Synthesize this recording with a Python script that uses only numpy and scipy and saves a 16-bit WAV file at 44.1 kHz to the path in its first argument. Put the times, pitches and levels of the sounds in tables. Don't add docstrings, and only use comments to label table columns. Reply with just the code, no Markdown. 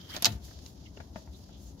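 import sys
import numpy as np
from scipy import signal
from scipy.fft import rfft, irfft, next_fast_len
from scipy.io import wavfile
from scipy.ndimage import map_coordinates

SR = 44100
rng = np.random.default_rng(int(sys.argv[2]) if len(sys.argv) > 2 else 0)


def store_wav(level_fs):
    pcm = np.round(np.clip(np.atleast_2d(level_fs), -1, 1) * 32767)
    wavfile.write(sys.argv[1], SR, pcm.T.astype(np.int16))


N = 79380

# (frequency [Hz], level [dB])
RUMBLE_COLOUR = [(13, -59), (22, -25.5), (50, -7), (70, 0), (129, -9.5), (202, -8.5), (232, -15),
                 (272, -10.5), (480, -23.5), (607, -22.5), (992, -30.5), (1090, -35.5), (2130, -46.5),
                 (2400, -57), (3120, -72), (5280, -120)]
HISS_COLOUR = [(800, -13), (2300, -9.5), (3200, -0.5), (5000, 2.5), (6900, -1), (8100, -30.5), (10000, -30),
               (16000, -47.5)]
FIZZ_COLOUR = [(2000, -22), (7000, 2.5), (8400, -10.5), (10800, -1.5), (14000, -4), (16000, -8)]
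WHUMP_COLOUR = [(25, -20), (60, -11), (150, 5), (230, -3), (330, -11), (450, -16), (1000, -28.5),
                (4000, -55)]
SCRAPE_COLOUR = [(300, -37), (700, -5), (1900, 1), (2500, -9.5), (3200, 1), (4700, -2.5), (6500, -7),
                 (8500, -16.5), (12000, -9), (16000, -12)]
THUD_COLOUR = [(60, -3), (250, 3), (420, -5.5), (700, 3.5), (1200, -7.5), (1800, -3.5), (2800, -14.5),
               (6000, -23.5), (16000, -50)]
CLATTER_COLOUR = [(200, -21), (1200, -13), (2200, -11), (3000, -5.5), (3800, -5.5), (5200, -5),
                  (6700, -6.5), (9000, -23), (11000, -21), (16000, -24)]
TICK_COLOUR = [(1000, -31), (6000, -7.5), (9000, -18.5), (10600, 0), (11800, -4.5), (13000, 0),
               (16000, -12)]
# (frequency [Hz], likeness [0 to 1])
LIKENESS = [(60, 0.98), (130, 0.98), (290, 0.87), (640, 0.25), (1400, 0), (15000, 0.046)]
# (frequency [Hz], left over right [dB])
MIC_BALANCE = [(60, 0.5), (300, 0), (700, 2), (1200, 5), (2000, 0.5), (5500, -4), (7500, 2), (9000, 1.5),
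               (12000, 0.5)]
# (frequency [Hz], fade time [s])
BAY_FADE = [(150, 0.13), (800, 0.42), (3000, 0.23), (6000, 0.089), (14000, 0.19)]
# (time [s], level [dB])
HISS_LEVEL = [(0.36, -63.5), (0.388, -73), (0.448, -60), (0.648, -63), (0.66, -61), (0.732, -69),
              (0.86, -64), (0.924, -70.5), (0.972, -63.5), (1.122, -72), (1.166, -60.5), (1.31, -72),
              (1.334, -67), (1.714, -67.5), (1.766, -75.5), (1.8, -62.5)]
FIZZ_LEVEL = [(0.28, -56), (0.33, -60.5), (0.384, -74), (0.432, -69), (0.448, -59), (0.576, -73),
              (0.676, -64), (0.778, -76), (1.16, -74.5), (1.168, -68), (1.286, -76.5), (1.368, -67.5),
              (1.544, -79), (1.63, -64), (1.778, -77), (1.8, -76)]
PULL_LEVEL = [(0, -60), (.08, -60.5), (.105, -49), (.125, -48.5), (.145, -43.5), (.175, -45), (.195, -55),
              (.218, -54.5), (.25, -69)]
# (time [s], level [dB], pitch [Hz], half-width [Hz], half-length [s])
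SCUFFS = [(.013, -58.5, 4900, 600, 0.0064), (.014, -58.5, 3420, 200, .005),
          (.105, -46.5, 4850, 600, 0.0071), (.143, -51, 4300, 400, 0.0041), (0.866, -54.5, 2940, 250, .006),
          (0.87, -64, 2130, 120, 0.01), (.974, -52.5, 2880, 259, 0.0026), (1.349, -60, 3800, 402, 0.012),
          (1.445, -66, 4940, 500, 0.022), (1.545, -61.5, 3360, 356, 0.024),
          (1.684, -61.5, 6500, 600, 0.021)]
# (time [s], level [dB])
SWAYS = [(.36, -36), (0.443, -49), (0.899, -50.5), (1.115, -49.5), (1.306, -43.5), (1.685, -39)]
# (time [s], rate [slips per second])
RIB_RATE = [(.09, 880), (.11, 1300), (.13, 2200), (.15, 2400), (.18, 2500)]
# (time [s], level [dB], starting pitch [Hz])
TWANGS = [(.972, -43, 433), (1.1585, -33, 690), (1.16, -34.5, 215)]
# (pitch [Hz], level [dB], fade time [s])
COVER_TONES = [(199.4, -15.5, 0.072), (342.7, -18.5, 0.21), (593, -9, .04), (694, -2.5, 0.1),
               (886, -6, .05), (1376, -14.5, 0.064)]
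# (time [s], thud [dB], ring [dB], left over right [dB])
KNOCKS = [(.146, -38, -45, 9), (.1655, -36.5, -64, 5), (.175, -46, -48, -3), (.2235, -35, -39, 4.5),
          (.256, -33, -29, 7), (.264, -32.5, -26, 8), (.481, -53.5, -66, 7), (.51, -50.5, -84, 8.5),
          (.971, -47, -50, 2), (1.001, -39, -60, 4.5), (1.158, -36.5, -43, 2), (1.273, -52, -51.5, -2),
          (1.491, -58.5, -49.5, 6)]
# (pitch [Hz], level [dB])
METAL_TONES = [(1771, -11), (2400, -5), (2573, -1), (3355, -11), (3770, 1), (3962, 5), (4190, -3),
               (4560, 6.5), (5252, 0.5), (6378, -4), (7590, -5)]
# (time [s], level [dB])
TICKS = [(0.2228, -24), (0.2473, -33.5), (0.255, -21)]
# (time [s], crack [dB], crack pitch [Hz], clatter [dB], clatter fade time [s],
# ring [dB], left over right [dB])
SNAPS = [(0.1641, -30, 4230, -30, 0.026, -48, -2), (0.2235, -18, 10950, -29, 0.062, -54, 0),
         (.246, -2, 5200, -12.5, .015, -36, -4), (0.2527, -23.5, 4600, -22, 0.045, -57, 6),
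         (0.2555, -5.5, 4580, -16.5, 0.032, -26, -1.5), (0.2624, -23, 5220, -28, 0.039, -37, -3),
         (0.321, -49, 3600, -45, 0.058, -64, 10), (.589, -51.5, 4500, -50, 0.018, -69, 9),
         (.662, -38, 5850, -42.5, 0.019, -68, -3)]


def amp(db):
    return 10 ** (np.asarray(db) / 20)


def unit(x):
    return x / np.sqrt(np.mean(x ** 2) + 1e-20)


def along(points, hz):
    freqs, values = np.transpose(points)
    return np.interp(np.log(hz + 1), np.log(freqs + 1), values)


def clock():
    return np.arange(N) / SR


def curve(rows):
    return np.interp(clock(), *np.transpose(rows))


def wobble(rate):
    return map_coordinates(rng.standard_normal(N // 4), [clock() * rate], mode="wrap")


def bump(s, half_length):
    return np.exp(-((clock() - s) / half_length) ** 2 / 2)


def decay(s, t60, attack_s):
    t = np.maximum(clock() - s, 0)
    return (1 - np.exp(-t / attack_s)) * np.exp(-np.log(1000) * t / t60)


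def pan(db):
    return amp(np.array([[db], [-db]]) / 2)


def add(out, s, x):
    part = out[..., max(round(s * SR), 0):][..., :x.shape[-1]]
    part += x[..., :part.shape[-1]]


def filtered(x, response):
    size = next_fast_len(N + SR // 4)
    return irfft(rfft(x, size) * response(np.fft.rfftfreq(size, 1 / SR)), size)[..., :N]


def noise(colour):
    def gains(hz):
        angle = np.arccos(np.clip(along(LIKENESS, hz), -1, 1)) / 2
        return amp(along(colour, hz)) * [np.cos(angle), np.sin(angle)]
    mid, side = filtered(rng.standard_normal((2, N)), gains)
    return unit(np.array([mid + side, mid - side]))


def narrow_noise(centre_hz, half_width_hz):
    white = rng.standard_normal((2, N))
    return unit(filtered(white, lambda hz: 1 / (1 + ((hz - centre_hz) / half_width_hz) ** 2)))


def ring(tones, phase_spread):
    t = np.arange(SR // 4) / SR
    out = 0
    for hz, db, t60 in tones:
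        fade = amp(db + rng.normal(0, 0.66)) * np.exp(-np.log(1000) * t / t60)
        out += fade * np.sin(2 * np.pi * hz * t + phase_spread * rng.standard_normal((2, 1)))
    return out * (1 - np.exp(-t / 0.0018))


def rumble():
    return amp(-49.5) * pan(db=3.5) * noise(RUMBLE_COLOUR)


def bay_echo(x):
    hz, t, spectrum = signal.stft(rng.standard_normal((2, SR // 2)), SR, nperseg=256)
    fade = np.exp(-np.log(1000) * t / along(BAY_FADE, hz)[:, None])
    tail = signal.istft(spectrum * fade, SR, nperseg=256)[1]
    return signal.fftconvolve(x, tail / np.linalg.norm(tail[0]), axes=1)[:, :N]


def slide(free_s):
    hiss = amp(curve(HISS_LEVEL)) * noise(HISS_COLOUR)
    fizz = amp(curve(FIZZ_LEVEL)) * noise(FIZZ_COLOUR) * (clock() > free_s)
    scuffs = sum(amp(db) * bump(s, half_length) * narrow_noise(hz, half_width)
                 for s, db, hz, half_width, half_length in SCUFFS)
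    return amp(3.0 + 1.2 * wobble(120)) * (hiss + fizz) + scuffs


def flutter(free_s):
    flap_hz, sag_hz_per_s, end_s, sway_hz = 116, 170, .385, 64.8
    t = clock() - free_s
    swell = np.clip(t / 0.032, 0, 1) * np.clip((end_s - clock()) / 0.051, 0, 1)
    phase = 2 * np.pi * (flap_hz * t - sag_hz_per_s * t ** 2 / 2)
    flap = amp(-38.5) * unit(np.sin(phase) + amp(-8.5) * np.cos(2 * phase))
    whump = amp(-42) * noise(WHUMP_COLOUR)
    sways = sum(amp(db) * bump(s, 0.017) * np.cos(2 * np.pi * sway_hz * (clock() - s))
                for s, db in SWAYS)
    return pan(db=3) * (swell * (flap + whump) + sways)


def pull():
    squeak_end_s, zip_start_s, end_s = .165, RIB_RATE[0][0], PULL_LEVEL[-1][0]
    t = clock()
    scrape = unit(noise(SCRAPE_COLOUR) * amp(2.2 * wobble(300)))
    squeak = narrow_noise(centre_hz=3170, half_width_hz=170) * np.clip((squeak_end_s - t) / .01, 0, 1)
    slip_hz = curve(RIB_RATE) * (1 + 0.082 * wobble(900))
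    roughness = amp(4 * wobble(220))
    zipping = unit(np.sin(2 * np.pi * np.cumsum(slip_hz) / SR) * roughness) * (t > zip_start_s)
    return amp(curve(PULL_LEVEL)) * (scrape + amp(-3) * squeak + amp(-11) * zipping) * (t < end_s)


def twangs():
    sag_per_s = 8
    out = np.zeros(N)
    for s, db, start_hz in TWANGS:
        hz = start_hz / (1 + sag_per_s * np.maximum(clock() - s, 0)) * (clock() > s)
        out += amp(db) * decay(s, t60=.065, attack_s=0.00035) * np.sin(2 * np.pi * np.cumsum(hz) / SR)
    return pan(db=6) * out


def knocks():
    out, thud = np.zeros((2, N)), noise(THUD_COLOUR)
    for s, thud_db, ring_db, pan_db in KNOCKS:
        hit = amp(thud_db) * decay(s, t60=0.053, attack_s=.0008) * thud
        add(hit, s, amp(ring_db) * ring(COVER_TONES, phase_spread=0.66))
        out += pan(pan_db) * hit
    return out


def crack(s, hz):
    rise_s = 0.00021
    t = np.maximum(clock() - s, 0)
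    swell = (t / rise_s * np.exp(1 - t / rise_s)) ** 2
    return swell * np.sin(2 * np.pi * hz * t)


def snaps():
    right_lag_s, metal_t60 = 0.0001855, .065
    metal = [(hz, db, metal_t60) for hz, db in METAL_TONES]
    out, clatter = np.zeros((2, N)), noise(CLATTER_COLOUR)
    for s, crack_db, crack_hz, clatter_db, t60, ring_db, pan_db in SNAPS:
        hit = amp(clatter_db) * decay(s, t60, attack_s=0.00036) * clatter
        hit += amp(crack_db) * np.array([crack(s, crack_hz), crack(s + right_lag_s, crack_hz)])
        add(hit, s, amp(ring_db) * ring(metal, phase_spread=0.67))
        out += pan(pan_db) * hit
    tick_gain = sum(amp(db) * decay(s, t60=0.021, attack_s=0.00066) for s, db in TICKS)
    return out + tick_gain * noise(TICK_COLOUR)


def scene():
    free_s = .255
    belt = snaps() + knocks() + twangs() + pull()
    return rumble() + amp(-15) * bay_echo(belt) + flutter(free_s) + slide(free_s) + belt


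def record(dry):
    top_hz = 15800
    heard = filtered(dry, lambda hz: amp(np.outer([.5, -.5], along(MIC_BALANCE, hz))))
    clipped = np.clip(heard, -.93, .93)
    return filtered(clipped, lambda hz: 1 / (1 + (hz / top_hz) ** 120))


dry = scene()
out = record(dry)
store_wav(out)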